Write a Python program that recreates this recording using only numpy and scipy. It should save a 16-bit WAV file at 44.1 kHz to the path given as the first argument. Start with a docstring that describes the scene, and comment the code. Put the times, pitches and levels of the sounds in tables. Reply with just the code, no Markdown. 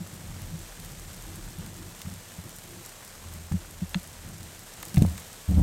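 """Two standpipe sprinklers water a young crop, heard from a hand-held camera at the edge of the spray.
From the start the jets hiss, fine drops patter on the leaves and a few tick close by, while the grip
makes the camera body rumble and bump. Just after 3 s a low hum sets in, joined by thumps and clicks.
Near 5 s spray drifts over and the hardest thumps land; puffs of wind buffet the microphone to close."""
import sys
import numpy as np
from scipy import signal
from scipy.fft import rfft, irfft
from scipy.io import wavfile
from scipy.ndimage import uniform_filter1d

SR = 44100
rng = np.random.default_rng(int(sys.argv[2]) if len(sys.argv) > 2 else 0)


def to_wav(sig):
    """Store sig (one row per channel, or 1-D mono) as 16-bit WAV at the path in sys.argv[1].

    Samples outside -1..1 are clipped; the rate is SR.
    """
    pcm = np.clip(np.atleast_2d(sig), -1, 1) * 32767
    pcm = np.round(pcm).astype(np.int16)
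    wavfile.write(sys.argv[1], SR, pcm.T)  # frames by channels


N = 248145

# tone of the spray (frequency [Hz], level [dB per Hz])
SPRAY_EQ = [(250, -10.5), (480, -1), (750, -3), (1250, -6), (1750, -5), (2500, -7.5), (3600, -7.5),
            (4700, -9), (6400, -7), (8500, -5.5), (9700, -12), (11500, -11.5), (13300, -11), (15800, -22.5)]
# fader ride on the spray (time [s], level [dB])
SPRAY_FADER = [(0.0, -49), (0.66, -48), (4.34, -49), (5.11, -47), (5.26, -47), (5.63, -48.5)]
def spray(hiss_db=-2, leaves_db=-3.0, sparkle_db=-14.5, flutter_db=0.43):
    """The jets hiss smoothly, their drops patter on the crop and nearer droplets sparkle on top."""
    hiss = colour(rng.standard_normal(N), SPRAY_EQ) * undb(flutter_db * walk(25.1))
    leaves = colour(patter(per_s=900, spread_db=0.0, tail_s=0.0016, range_db=10), SPRAY_EQ)
    sparkle = unit(band(patter(per_s=80, spread_db=3.0, tail_s=0.0027, range_db=14), 5300, 17400))
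    blend = undb(hiss_db) * hiss + undb(leaves_db) * leaves + undb(sparkle_db) * sparkle
    return blend * undb(curve(SPRAY_FADER))


# the largest close drops (time [s], tick level [dB], splat trim [dB])
BIG_DROPS = [(0.4189, -35.5, -16), (0.8475, -34.5, -18), (1.1313, -37, -27), (1.2231, -36, -16),
             (1.587, -37.5, -15), (1.6627, -36.5, 2), (2.0168, -30.5, -5), (2.5596, -37.5, -22),
             (2.8612, -31, -11), (3.3376, -34.5, -4), (3.7098, -35.5, -19), (4.8282, -28.5, 5),
             (4.8529, -31, -12), (4.9435, -28.5, 4.5), (5.0228, -28, -5), (5.1776, -33.5, -11)]
def near_drops(tick_s=0.001, splash_s=0.011, splash_db=-17, splat_db=-14, splat_s=0.0043):
    """A drop lands close by: a bright tick, a duller splat under it and a brief splash of droplets."""
    out, t = np.zeros(N), np.arange(SR // 30) / SR
    drops = BIG_DROPS + small_drops()
    tick, splash, splat = rng.standard_normal((len(drops), 3, len(t))).swapaxes(0, 1)
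    tick = np.exp(-t / tick_s) * even(band(tick, 4600, 14700), 0.00042)
    splash = undb(splash_db) * np.exp(-t / splash_s) * unit(band(splash * np.abs(splash), 6500, 9900))
    splat = undb(splat_db) * np.exp(-t / splat_s) * unit(band(splat, 400, 2700))
    for k, (start, db, trim_db) in enumerate(drops):
        add(out, start, undb(db) * (tick[k] + splash[k] + undb(trim_db) * splat[k]))
    return out


def small_drops(count=64, per_s=6.8, db=-37.5, spread_db=2.5, splat_trim_db=-19):
    """Smaller drops fall at random times and sizes; gives cues laid out like BIG_DROPS."""
    wait, sizes = rng.random((count, 2)).T
    times = np.cumsum(-np.log(1 - wait)) / per_s
    return [(start, db + spread_db * (2 * size - 1), splat_trim_db) for start, size in zip(times, sizes)]


# spray drifting over (start [s], length [s], level [dB])
DRIFT_CUES = [(4.81, 0.22, -51)]
def drift():
    """A cloud of fine drops blows over and crackles on the camera."""
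    crackle = unit(band(patter(per_s=450, spread_db=7.0, tail_s=0.0014, range_db=29), 2100, 16000))
    return crackle * swells(DRIFT_CUES, attack_s=0.061, release_s=0.18)


def splatter(db=-61.0):
    """Heavier clumps of water slap the wet soil."""
    slaps = patter(per_s=45, spread_db=2.0, tail_s=0.0084, range_db=9)
    return unit(band(slaps, 450, 1700)) * undb(db)


LOW_MODE_HZ, UPPER_MODE_HZ = 86, 328  # resonances of the camera body
# soft body bumps (time [s], ring level [dB], ring pitch [Hz], rise [s], low mode trim [dB])
BUMPS = [(0.0, -29, 181, 0.013, -25), (0.513, -32.5, 158.2, 0.029, -8), (1.574, -34.5, 173.4, 0.016, -2.5),
         (2.066, -30.5, 177, 0.0097, -12), (2.378, -34.5, 168, 0.011, -1),
         (3.513, -19.5, 147, 0.0065, -2.5), (3.534, -19.5, 181.4, 0.013, -5.5),
         (3.815, -22, 178, 0.012, -11.5), (3.95, -20, 181.6, 0.013, -28), (4.94, -25, 188, 0.012, -14),
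         (4.97, -7, 138, 0.0077, -6.5), (5.019, -3.5, 162, 0.0026, -28), (5.029, -17.5, 200, 0.0097, -18)]
def thumps(steepness=2.35, scuff_db=-32, upper_db=-23, low_stretch=1.67):
    """Soft pushes swell and die in the body's resonances, the lowest ringing on; the skin scuffs."""
    out, t = np.zeros(N), np.arange(SR // 4) / SR
    def push(rise_s):
        return (t / rise_s * np.exp(1 - t / rise_s)) ** steepness
    for start, db, hz, rise_s, low_db in BUMPS:
        ring = np.sin(2 * np.pi * hz * t) + undb(upper_db) * np.sin(2 * np.pi * UPPER_MODE_HZ * t)
        low = undb(low_db) * np.sin(2 * np.pi * LOW_MODE_HZ * t)
        scuff = undb(scuff_db) * unit(band(rng.standard_normal(len(t)), 580, 730))
        thump = push(rise_s) * (ring + scuff) + push(low_stretch * rise_s) * low
        add(out, start, undb(db) * thump)
    return out


# ring of the plastic housing (frequency [Hz], level [dB], 60 dB decay [s])
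HOUSING_MODES = [(550, -3, .02), (897, 1, 0.013), (1250, -4, 0.019), (1760, -5, 0.021), (2057, -3.5, 0.022),
                 (2710, 0.5, 0.0084), (3620, 3, 0.0083), (4180, -4.5, 0.017), (6410, 0.5, 0.016),
                 (8700, -3, 0.022)]
# taps on the housing (time [s], level [dB], low cut [Hz], high cut [Hz])
TAPS = [(2.0178, -40, 2400, 4400), (3.5195, -37, 500, 1920), (3.9445, -26, 700, 5000),
        (3.9458, -25, 1400, 3950), (4.8303, -35.5, 400, 4500), (4.97, -32.5, 710, 3500),
        (4.977, -36.5, 2000, 5000), (5.0226, -33.5, 2460, 12000), (5.0485, -29.5, 400, 860),
        (5.1794, -38.5, 790, 7000)]
def clicks(crack_db=-6, crack_s=0.0047, level_span_s=0.0026):
    """Large drops or fingers tap the housing: soft contacts ring duller, small hard ones thinner."""
    out, t = np.zeros(N), np.arange(SR // 20) / SR
    for start, db, low_hz, high_hz in TAPS:
        ring = sum(undb(mode_db - 60 * t / t60) * np.sin(2 * np.pi * (hz * t + rng.random()))
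                   for hz, mode_db, t60 in HOUSING_MODES)
        crack = undb(crack_db) * np.exp(-t / crack_s) * rng.standard_normal(len(t))
        click = band(ring + crack, low_hz, high_hz)
        strength = np.sqrt(np.sum(click ** 2) / (level_span_s * SR))
        add(out, start, undb(db) * click / strength)
    return out


# boomy tone of wind on the microphone (frequency [Hz], level [dB per Hz])
WIND_EQ = [(25, -11), (48, -30), (66, -0.5), (80, 10.5), (100, -4), (125, -20), (176, 0), (235, -21.5),
           (290, -15.5), (370, -36.5), (700, -33.5), (1400, -55)]
# wind puffs (start [s], length [s], level [dB])
PUFFS = [(4.972, 0.086, -21.5), (5.478, 0.16, -21), (5.56, 0.07, -17)]
def wind():
    """Eddies push on the microphone port in short puffs."""
    buffet = even(colour(rng.standard_normal(N), WIND_EQ), 0.041)
    return buffet * swells(PUFFS, attack_s=0.015, release_s=0.048)


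SHIFT_ATTACK_S, SHIFT_RELEASE_S = 0.027, 0.056
# tone of the handling rumble (frequency [Hz], level [dB per Hz])
GRIP_EQ = [(50, -18), (72, -2.5), (92, 6), (130, -3), (175, 1.5), (210, -7.5), (250, -14.5), (400, -31.5)]
# shifts of the hand (start [s], length [s], rub level before trim [dB], hollow ring level [dB])
GRIP_SHIFTS = [(-0.03, 0.51, -42, -60.5), (0.491, 0.12, -42.5, -56.5), (0.763, 0.42, -45.5, -63),
               (1.226, 0.16, -43, -52), (1.44, 0.3, -44.5, -56.5), (1.733, 0.13, -42.5, -51.5),
               (2.032, 0.1, -43, -70), (2.427, 0.033, -46.5, -52), (2.634, 0.16, -48.5, -53.5),
               (3.21, 0.14, -47, -60), (3.507, 0.04, -49, -47.5), (3.66, 0.06, -51, -59.5),
               (4.215, 0.34, -49, -60), (4.767, 0.23, -50.5, -57)]
def grip(resting_db=-57.5, trim_db=-0.5, unsteady_db=2.5):
    """The hand rubs the camera, faintly at rest and harder at each shift."""
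    shifts = swells([row[:3] for row in GRIP_SHIFTS], SHIFT_ATTACK_S, SHIFT_RELEASE_S)
    effort = np.hypot(shifts, undb(resting_db))
    rub = even(colour(rng.standard_normal(N), GRIP_EQ), 0.1)
    return rub * effort * undb(trim_db + unsteady_db * walk(16))


def hollow_ring(width_hz=55):
    """The same shifts of the hand stir the hollow upper resonance of the body."""
    cues = [(start, length, db) for start, length, _, db in GRIP_SHIFTS]
    ring = band(rng.standard_normal(N), UPPER_MODE_HZ - width_hz / 2, UPPER_MODE_HZ + width_hz / 2)
    return even(ring, 0.096) * swells(cues, SHIFT_ATTACK_S, SHIFT_RELEASE_S)


# sub-bass swells (start [s], length [s], level [dB])
SWAY_CUES = [(0.25, 1.25, -47.5), (3.27, 0.7, -52)]
def sway():
    """The camera sways as it is carried back, and again as it is tilted up."""
    sub = even(band(rng.standard_normal(N), 34.6, 42.6), 0.28)
    return sub * swells(SWAY_CUES, attack_s=0.047, release_s=0.35)


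# the hum enters, then carries on more softly (start [s], length [s], level [dB])
HUM_CUES = [(3.15, 0.32, -46), (3.55, 1.04, -52)]
def hum(hz=82, waver=0.021, flutter_db=2.0):
    """A low hum wavers in pitch and level."""
    pitch = hz * (1 + waver * walk(14))
    tone = unit(np.sin(2 * np.pi * np.cumsum(pitch) / SR))
    return tone * swells(HUM_CUES, attack_s=0.093, release_s=0.04) * undb(flutter_db * walk(36))


# tone of the outdoor bed (frequency [Hz], level [dB per Hz])
FIELD_EQ = [(20, -15), (34, 9), (50, -9.5), (110, -2.5), (250, -8.5), (450, -22)]
def field(db=-54):
    """The open field rumbles steadily under everything."""
    return colour(rng.standard_normal(N), FIELD_EQ) * undb(db)


def patter(per_s, spread_db, tail_s, range_db):
    """Tiny random impacts, each a short noise splash; spread_db makes a few stand out."""
    chance, size, noise = rng.random(N), rng.exponential(size=N), rng.standard_normal(N)
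    hits = (chance < per_s / SR) * undb(np.clip(spread_db * size, 0, range_db)) ** 2
    power = signal.lfilter([1], [1, -np.exp(-2 / (tail_s * SR))], hits)
    return noise * np.sqrt(power + 1e-12)


def swells(cues, attack_s, release_s):
    """Envelope of (start [s], length [s], level [dB]) cues; overlaps add in power."""
    t = np.arange(N) / SR
    gains = []
    for start, length, db in cues:
        attack = np.clip((t - start) / attack_s, 0, 1)
        release = np.exp(-np.maximum(t - start - length, 0) / release_s)
        gains.append(undb(db) * attack * release)
    return np.linalg.norm(gains, axis=0)


def colour(x, eq):
    """Shape x by an EQ curve with steep skirts beyond its ends; rms 1."""
    hz, db = np.transpose(eq)
    f = np.maximum(np.fft.rfftfreq(N, 1 / SR), 1)
    gain = undb(np.interp(np.log(f), np.log(hz), db))
    skirts = np.minimum(1, np.minimum(f / hz[0], hz[-1] / f)) ** 2
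    return unit(irfft(rfft(x) * gain * skirts, N))


def band(x, low_hz, high_hz):
    """Causal band-pass."""
    return signal.sosfilt(signal.butter(2, [low_hz, high_hz], "band", fs=SR, output="sos"), x)


def walk(rate_hz):
    """Smooth random modulation: sample and hold, slewed twice; rms 1."""
    hold = int(SR / rate_hz)
    steps = np.repeat(rng.standard_normal(N // hold + 1), hold)
    return unit(uniform_filter1d(uniform_filter1d(steps, hold), hold)[:N])


def even(x, span_s):
    """Level a noise to rms 1 over every short span."""
    return x / np.sqrt(uniform_filter1d(x ** 2, int(span_s * SR)) + 1e-9)


def curve(points):
    """Join (time [s], value) points with straight lines."""
    return np.interp(np.arange(N) / SR, *np.transpose(points))


def add(out, start_s, x):
    """Mix x into out from start_s."""
    i = max(int(start_s * SR), 0)
    out[i:i + len(x)] += x[:max(N - i, 0)]


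def undb(db):
    """Decibels to gain."""
    return 10 ** (np.asarray(db) / 20)


def unit(x):
    """Scale to rms 1."""
    return x / np.sqrt(np.mean(x ** 2))


def scene():
    """Field, water, handling, hum and wind in one mono mix."""
    bed = field()
    water = spray() + splatter() + near_drops() + drift()
    return (water + bed + grip() + sway() + hum() + hollow_ring() + thumps() + clicks() + wind())[None]


def record(dry, top_hz=15800, fade_s=0.004):
    """The top end is cut, and a brief fade-out ends the sound without a click."""
    high_cut = signal.ellip(10, .2, 80, top_hz, fs=SR, output="sos")
    fade = np.minimum(1, np.arange(N)[::-1] / (fade_s * SR))
    return signal.sosfilt(high_cut, dry) * fade


dry = scene()
out = record(dry)
to_wav(out)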